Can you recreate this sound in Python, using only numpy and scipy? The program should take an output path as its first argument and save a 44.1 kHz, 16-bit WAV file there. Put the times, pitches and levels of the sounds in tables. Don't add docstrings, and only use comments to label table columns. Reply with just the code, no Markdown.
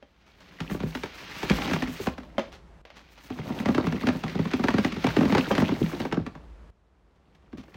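import sys
import numpy as np
from scipy import signal
from scipy.fft import rfft, irfft
from scipy.io import wavfile
from scipy.ndimage import uniform_filter1d

SR = 44100
rng = np.random.default_rng(int(sys.argv[2]) if len(sys.argv) > 2 else 0)


def waveform_to_disk(signal):
    frames = np.transpose(np.atleast_2d(signal))
    scaled = np.clip(frames, -1, 1) * 32767
    samples = np.round(scaled).astype(np.int16)
    wavfile.write(sys.argv[1], SR, samples)


N = 342216
TIME = np.arange(N) / SR
LEAD = 256

# start_s, hum_level_db
BACKGROUND_STRETCHES = [(0.0, -58), (2.816, -49), (6.703, -59)]
# frequency_hz, relative_level_db_per_hz
AIR_SPECTRUM = [(15, -32), (25, -7.5), (59, 6), (127, -7.5), (166, -3), (270, -13.5), (326, -10),
                (1160, -18.5), (7510, -42), (16000, -59)]
# frequency_hz, t60_s
ROOM_DECAY = [(100, 0.095), (300, 0.26), (800, 0.23), (2000, 0.23), (5000, 0.37), (14000, 0.031)]
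# start_s, level_db, fade_length_s
SCRAPE_EVENTS = [(0.259, -59, 0.048), (0.399, -49.5, 0.033), (2.516, -46, 0.049), (2.953, -48, 0.058),
                 (3.174, -46, 0.015), (7.153, -70, 0.025), (7.345, -58, 0.019), (7.57, -49.5, 0.043),
                 (7.631, -52, 0.011)]
# frequency_hz, relative_level_db_per_hz
SCRAPE_SPECTRUM = [(200, 8), (900, 6), (3000, 1.5), (6000, -7), (9000, -22.5), (15000, -25)]
# time_s, rustle_level_db, treble_level_db, patter_level_db
FIRST_BATCH = [(0.0, -71, -91, -82), (0.54, -56.5, -73, -52.5), (0.68, -54, -62, -45.5),
               (1.05, -48, -62, -52), (1.42, -39, -54.5, -44.5), (1.66, -35.5, -50.5, -31.5),
               (1.86, -48, -56, -42.5), (2.06, -42.5, -51, -53), (2.16, -67, -73.5, -55),
               (2.5, -66, -98, -46.5)]
SECOND_BATCH = [(2.86, -64.5, -97, -64.5), (3.21, -57, -68, -58.5), (3.52, -49.5, -61, -32.5),
                (4.32, -48, -64, -43.5), (4.98, -43, -61.5, -44.5), (5.12, -41, -55, -34.5),
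                (5.62, -42.5, -57.5, -32.5), (6.02, -48, -57.5, -40), (6.19, -62.5, -79, -50),
                (6.5, -77, -99, -56)]
THIRD_BATCH = [(6.85, -92, -104, -81), (7.45, -75, -97.5, -67.5), (7.62, -78, -86, -57),
               (7.76, -63, -69, -59)]
# frequency_hz, relative_level_db_per_hz
PATTER_SPECTRUM = [(20, -63.5), (50, -25), (100, -3.5), (170, 3.5), (280, 0.5), (450, -6.5), (900, -10.5),
                   (1600, -25), (4000, -49.5)]
# frequency_hz, relative_level_db_per_hz
RUSTLE_SPECTRUM = [(150, -11), (400, -5.5), (800, -2), (1300, 1), (2400, 2), (3200, -1), (5000, -7),
                   (6300, -11.5), (7200, -19), (10000, -27.5), (15000, -21.5)]
# frequency_hz, relative_level_db_per_hz
CRACK_SPECTRUM = [(60, -35.5), (250, 0.5), (600, 8), (1400, -1), (2200, 2), (3100, -3.5), (4500, -10.5),
                  (6300, -16.5), (8000, -31.5), (14000, -35.5)]
# start_s, crack_level_db, wall_ring_level_db
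WALL_KNOCKS = [(0.026, -43, -47.5), (2.3812, -17.6, -19), (2.3936, -22, -24), (2.852, -35.5, -63),
               (2.9027, -36.5, -64), (5.5138, -18, -19)]
# frequency_hz, relative_level_db, t60_s
WALL_MODES = [(226.3, -6.5, 0.12), (280, -10.5, 0.19), (360, -14.5, 0.14), (517, -3, 0.043), (605, 4, 0.03),
              (793, -12.5, 0.085), (1015, -11.5, 0.061), (1254, -16, 0.082), (1404, -15, 0.04),
              (2090, -24, 0.054), (3144, -14, 0.073)]
# start_s, clack_level_db, knock_level_db, thud_level_db, landing_place_pitch_hz
CLUMP_LANDINGS = [(0.604, -23.5, -38.5, -29.5, 176), (0.6984, -32.5, -42, -39, 201),
                  (0.7116, -29, -40, -27.5, 203), (0.7463, -33.5, -38.5, -30, 174),
                  (0.8031, -31, -37.5, -33, 185), (0.833, -35, -38, -25, 170),
                  (0.951, -22.5, -34, -32.5, 231), (1.035, -21.5, -33, -35, 366),
                  (1.4304, -22.5, -29.5, -30.5, 374), (1.4986, -11.5, -37.5, -25, 150),
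                  (1.5063, -28, -26.5, -18, 202), (1.5845, -28, -31.5, -32.5, 225),
                  (1.6195, -24, -32, -39, 217), (1.6772, -23.5, -31.5, -34, 278),
                  (1.7113, -22, -31, -25, 237), (1.7343, -17.5, -30.5, -27, 167),
                  (1.7617, -26, -30, -35.5, 270), (1.823, -19, -30.5, -25, 244),
                  (1.875, -30, -44, -31.5, 245), (1.999, -50, -42, -32.5, 394),
                  (2.0704, -21, -24.5, -24, 205), (2.1804, -32.5, -38.5, -38, 270),
                  (2.2332, -40, -49, -55, 229), (3.303, -35.5, -39.5, -31.5, 245),
                  (3.3881, -34, -38.5, -31.5, 142), (3.5018, -36, -35, -27.5, 253),
                  (3.601, -27, -38, -27, 214), (3.658, -21, -29, -23.5, 224),
                  (3.687, -23, -26.5, -17.5, 245), (3.7476, -21.5, -31.5, -25, 245),
                  (3.7798, -23, -23.5, -19, 315), (3.8414, -37, -35, -29.5, 180),
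                  (3.869, -23.5, -29.5, -22.5, 191), (3.924, -25.5, -35, -27, 213),
                  (3.9413, -56, -44, -25.5, 232), (4.0111, -32, -43, -42, 261),
                  (4.0354, -35, -32.5, -25, 261), (4.0702, -16.5, -29, -21.5, 260),
                  (4.087, -19, -24.5, -19.5, 226), (4.1494, -39, -39, -31, 196),
                  (4.2373, -24.5, -30.5, -27.5, 207), (4.2805, -27.5, -47, -42.5, 385),
                  (4.2961, -30.5, -48, -46.5, 197), (4.3526, -30, -35.5, -25, 170),
                  (4.3908, -30.5, -32.5, -20.5, 156), (4.4543, -28.5, -34, -26.5, 204),
                  (4.5136, -25.5, -40, -48, 400), (4.5353, -19.5, -30.5, -21.5, 279),
                  (4.5951, -32, -33.5, -23, 254), (4.6392, -20.5, -25.5, -21.5, 291),
                  (4.6842, -13.5, -21, -22.5, 234), (4.7409, -24, -30, -19, 242),
                  (4.7834, -17.5, -26, -20, 201), (4.847, -17.5, -27.5, -21, 275),
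                  (4.9227, -24.5, -42, -31, 213), (4.965, -29, -38.5, -28.5, 207),
                  (5.0426, -20, -25, -20, 252), (5.0679, -17, -25, -22.5, 130),
                  (5.1662, -18, -25, -19, 343), (5.1843, -31, -40.5, -17.5, 245),
                  (5.209, -24, -24.5, -20, 170), (5.2319, -27, -30.5, -22.5, 288),
                  (5.2535, -23.5, -31, -20.5, 209), (5.297, -28.5, -32.5, -24, 267),
                  (5.3237, -19.5, -24, -19, 209), (5.3497, -16, -18.5, -20.5, 348),
                  (5.3808, -14, -23.5, -20.5, 290), (5.5074, -35, -20.5, -24.5, 190),
                  (5.552, -17.5, -35.5, -33, 363), (5.5802, -17, -23.5, -20.5, 280),
                  (5.6009, -23, -36, -28, 198), (5.6209, -22.5, -25, -18.5, 259),
                  (5.689, -32, -31, -28, 208), (5.7185, -34, -37, -21.5, 282),
                  (5.812, -41, -55, -19.5, 194), (5.9309, -36, -37.5, -30, 330),
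                  (6.0019, -26, -33, -27, 225), (6.0511, -30, -29, -30, 365),
                  (6.1247, -22, -27.5, -26, 360), (6.1716, -36, -32, -20.5, 180),
                  (6.2646, -31, -39, -33, 278), (6.3523, -41.5, -43.5, -42, 158),
                  (7.5296, -45, -51, -36, 231), (7.578, -54, -63, -39, 216), (7.6808, -52, -57.5, -52, 300),
                  (7.743, -40.5, -52, -46.5, 85)]
# lowest_frequency_hz, relative_level_db, t60_s
BIN_MODES = [(159.2, -2.5, 0.2), (205, -5, 0.098), (245, -3.5, .16), (279.5, -6.5, 0.089),
             (358.5, -3.5, 0.11), (442.5, -15.5, 0.052), (594.5, -6.5, 0.11), (743, -8.5, 0.084),
             (1150.5, -6.5, 0.077), (1730, -23.5, 0.093)]
# frequency_hz, relative_level_db_per_hz
BLOW_SPECTRUM = [(20, -63.5), (45, -42), (80, -2), (140, -2.5), (240, 0.5), (340, -2), (480, -4.5),
                 (900, -10), (1400, -17), (3000, -29), (4500, -35.5), (6300, -42), (8000, -52),
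                 (14000, -61)]

HUM_HZ, ROOM_AIR_DB = 56, -52.5
DROP_DB, SWELL_S = -12.5, 1.76
RING_SLOPE, RING_EVEN_DB = .33, -27
LARGE_RING_DB = -2.5
SMALL_FROM_S, SMALL_UNTIL_S = 3, 7
SWAY_CENTRE_HZ, SWAY_T60_S, SWAY_RISE_S = 56, 0.33, 0.012
SWAY_LARGE_DB, SWAY_SMALL_DB = -6, -23
AHEAD_S, AHEAD_DB, BEHIND_S, BEHIND_DB = .007, -16, .018, -11


def amp(db):
    return 10 ** (np.asarray(db) / 20)


def unit(x):
    return x / np.sqrt(np.mean(x ** 2) + 1e-20)


def loudest(x, size):
    return x / np.sqrt(uniform_filter1d(x ** 2, size).max())


def decay(t, t60):
    return np.exp(-np.log(1000) * t / t60)


def read(points, hz):
    table_hz, value = np.transpose(points)
    return np.interp(np.log(hz + 1), np.log(table_hz), value)


def bins(x):
    return np.fft.rfftfreq(len(x), 1 / SR)


def colour(x, points):
    log_gain = np.log(amp(read(points, abs(np.fft.fftfreq(4096, 1 / SR)))))
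    taps = np.fft.ifft(np.exp(np.conj(signal.hilbert(log_gain)))).real
    return signal.oaconvolve(x, taps[:len(taps) // 2])[:len(x)]


def split(x, hz):
    low = irfft(rfft(x) / (1 + (bins(x) / hz) ** 8), len(x))
    return low, x - low


def favour(x, hz, boost_db=9.5, octaves=0.25):
    distance = np.log2((bins(x) + 1) / hz) / octaves
    gain = amp(boost_db * np.exp(-.5 * distance ** 2))
    return irfft(rfft(x) * gain, len(x))


def add(mix, s, sound):
    part = mix[max(round(s * SR), 0):][:len(sound)]
    part += sound[:len(part)]


def burst(t, t60):
    x = rng.standard_normal(len(t)) * decay(t, t60)
    return x / np.linalg.norm(x)


def bend(x, lag, front_hz=1500):
    slowness = np.maximum(np.clip(bins(x), 150, None) ** -.5 - front_hz ** -.5, 0)
    delay = lag * slowness / (200 ** -.5 - front_hz ** -.5)
    phase = 2 * np.pi * np.cumsum(delay) * SR / len(x)
    return irfft(rfft(x) * np.exp(-1j * phase), len(x))


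def ticks(per_s, spread_db):
    chance = rng.uniform(-1, 1, N) * SR / per_s
    hit = abs(chance) < 1
    out = np.zeros(N)
    strength_db = spread_db * np.minimum(-np.log(abs(chance[hit])), 4)
    out[hit] = np.sign(chance[hit]) * amp(strength_db)
    return out


def surge(rate_hz, depth_db):
    noise = rng.standard_normal(N)
    slow = irfft(rfft(noise) / (1 + (bins(noise) / rate_hz) ** 4), N)
    return amp(depth_db * unit(slow))


def pouring(column):
    pours = map(np.asarray, (FIRST_BATCH, SECOND_BATCH, THIRD_BATCH))
    levels = [np.interp(TIME, rows[:, 0], rows[:, column], -120, -120) for rows in pours]
    return np.max(levels, axis=0)


def large(s):
    return not SMALL_FROM_S < s < SMALL_UNTIL_S


def background(width_hz=7):
    noise = rng.standard_normal(N)
    hum = irfft(rfft(noise) / (1 + ((bins(noise) - HUM_HZ) / width_hz) ** 4), N)
    hum /= np.sqrt(abs(signal.hilbert(unit(hum))) + .1)
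    air = colour(rng.standard_normal(N), AIR_SPECTRUM)
    starts, hum_db = np.transpose(BACKGROUND_STRETCHES)
    now = np.searchsorted(starts[1:], TIME)
    swell = amp(DROP_DB * np.clip(1 - (TIME - starts[now]) / SWELL_S, 0, 1))
    hum_level = uniform_filter1d(swell * amp(hum_db[now]), size=256)
    return unit(hum) * hum_level + unit(air) * swell * amp(ROOM_AIR_DB)


def scrapes(rise_s=0.0072, per_s=1500, spread_db=-2.0):
    level, age = np.zeros(N), np.arange(2 ** 14) / SR
    for s, db, length in SCRAPE_EVENTS:
        add(level, s, amp(db) * np.minimum(age / rise_s, 1) * np.exp(-(age / length) ** 2))
    return level * unit(colour(ticks(per_s, spread_db), SCRAPE_SPECTRUM))


def patter(per_s=300, spread_db=3, offset_db=-2.0):
    taps = bend(colour(ticks(per_s, spread_db), PATTER_SPECTRUM), lag=0.00986)
    return unit(taps) * amp(pouring(column=3) + offset_db)


def rustle(per_s=3000, spread_db=-0.5, body_offset_db=-1.27, top_offset_db=1.0):
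    slips = colour(ticks(per_s, spread_db), RUSTLE_SPECTRUM)
    body, top = split(slips * surge(rate_hz=30, depth_db=1.4), 6900)
    top = top * surge(rate_hz=14, depth_db=3.3)
    body_level = amp(pouring(column=1) + body_offset_db)
    top_level = amp(pouring(column=2) + top_offset_db)
    return unit(body) * body_level + unit(top) * top_level


def clatter(per_s=70, spread_db=2.5, t60=0.01, offset_db=0.0, settle_db=-8, count=12):
    t = np.arange(2 ** 11) / SR
    out = np.zeros(N)
    for hz in np.geomspace(1000, 4500, count):
        crack = np.pad(colour(burst(t, t60), CRACK_SPECTRUM), LEAD)
        click = favour(crack, hz, boost_db=18.5, octaves=0.28)
        out += signal.oaconvolve(ticks(per_s / count, spread_db), unit(click))[:N]
    level_db = np.minimum(pouring(column=1), pouring(column=3) + settle_db)
    return unit(out) * amp(level_db + offset_db)


def knocks(crack_t60=0.03, ring_t60=0.26, ring_db=-4):
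    t, out = np.arange(2 ** 13) / SR, np.zeros(N)
    for s, crack_db, wall_db in WALL_KNOCKS:
        crack = colour(burst(t, crack_t60) + amp(ring_db) * burst(t, ring_t60), CRACK_SPECTRUM)
        wall = np.zeros(len(t))
        for hz, db, t60 in WALL_MODES:
            sign = rng.choice([-1, 1])
            wall += sign * amp(db) * decay(t, t60) * np.sin(2 * np.pi * hz * t)
        add(out, s, amp(crack_db) * loudest(crack, size=2) + amp(wall_db) * loudest(wall, size=220))
    return out


def sway():
    t, out = np.arange(SR // 2) / SR, np.zeros(N)
    shape = (1 - np.exp(-t / SWAY_RISE_S)) * decay(t, SWAY_T60_S)
    for s, _, _, thud_db, _ in CLUMP_LANDINGS:
        weight_db = SWAY_LARGE_DB if large(s) else SWAY_SMALL_DB
        hz = SWAY_CENTRE_HZ * rng.uniform(.85, 1.3)
        add(out, s, amp(thud_db + weight_db) * shape * np.sin(2 * np.pi * hz * t))
    return out


def bin_ring(t):
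    ring = np.zeros(len(t))
    for hz, db, t60 in BIN_MODES:
        weight = rng.normal() * amp(db)
        ring += weight * decay(t, t60) * np.sin(2 * np.pi * hz * rng.uniform(1.0, 1.02) * t)
    return ring


def landing(clack_db, knock_db, thud_db, hz, ring_db, lag=0.009634, crush_t60=0.034,
            crush_rise_s=0.00062, crush_db=6, jostle_t60=0.068, jostle_db=-5, modes_db=-5):
    t = np.arange(2 ** 13 - 2 * LEAD) / SR
    push = rng.choice([-1., 1.]) * (t == 0)
    crush = burst(t, crush_t60) * (1 - np.exp(-t / crush_rise_s))
    crush = signal.sosfilt(signal.butter(4, 800, "high", fs=SR, output="sos"), crush)
    jostle = amp(jostle_db + ring_db) * burst(t, jostle_t60)
    contact = push + amp(crush_db) * crush + jostle
    wave = unit(colour(contact, BLOW_SPECTRUM)) + amp(modes_db + ring_db) * unit(bin_ring(t))
    wave = bend(favour(np.pad(wave, LEAD), hz), lag * rng.uniform(0.8, 1.078))
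    thud, upper = split(wave, 458)
    knock, clack = split(upper, 1590)
    thud = amp(thud_db) * loudest(thud, size=700)
    knock = amp(knock_db) * loudest(knock, size=220)
    clack = amp(clack_db) * loudest(clack, size=2)
    return thud + knock + clack


def landings():
    out = np.zeros(N)
    for s, clack_db, knock_db, thud_db, hz in CLUMP_LANDINGS:
        ahead, behind, ahead_tune, behind_tune = rng.uniform(.5, 1.5, 4)
        ring_db = RING_SLOPE * (RING_EVEN_DB - thud_db) + LARGE_RING_DB * large(s)
        blows = [(0, 0, hz),
                 (-AHEAD_S * ahead, AHEAD_DB, hz * ahead_tune),
                 (BEHIND_S * behind, BEHIND_DB, hz * behind_tune)]
        for delay, db, pitch in blows:
            blow = landing(clack_db + db, knock_db + db, thud_db + db, pitch, ring_db)
            add(out, s + delay - LEAD / SR, blow)
    return out


def room(x, wet_db, rise_s=0.0058):
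    hz, t, z = signal.stft(rng.standard_normal(SR // 2), SR, nperseg=256)
    tail = signal.istft(z * decay(t, read(ROOM_DECAY, hz)[:, None]), SR)[1]
    tail *= np.minimum(np.arange(len(tail)) / SR / rise_s, 1) ** 2
    return x + amp(wet_db) * signal.oaconvolve(x, tail / np.linalg.norm(tail))[:N]


def scene():
    stream = room(rustle() + clatter() + patter() + scrapes(), wet_db=-14.5)
    blows = room(landings() + knocks(), wet_db=-13.0)
    return (background() + stream + sway() + blows)[None]


def record(dry, low_cut_hz=34, edge_hz=15900):
    heard = signal.sosfilt(signal.butter(2, low_cut_hz, "high", fs=SR, output="sos"), dry)
    treble_limit = signal.firwin(511, edge_hz, window=("kaiser", 9), fs=SR)
    return signal.oaconvolve(heard, treble_limit[None], "same")


dry = scene()
out = record(dry)
waveform_to_disk(out)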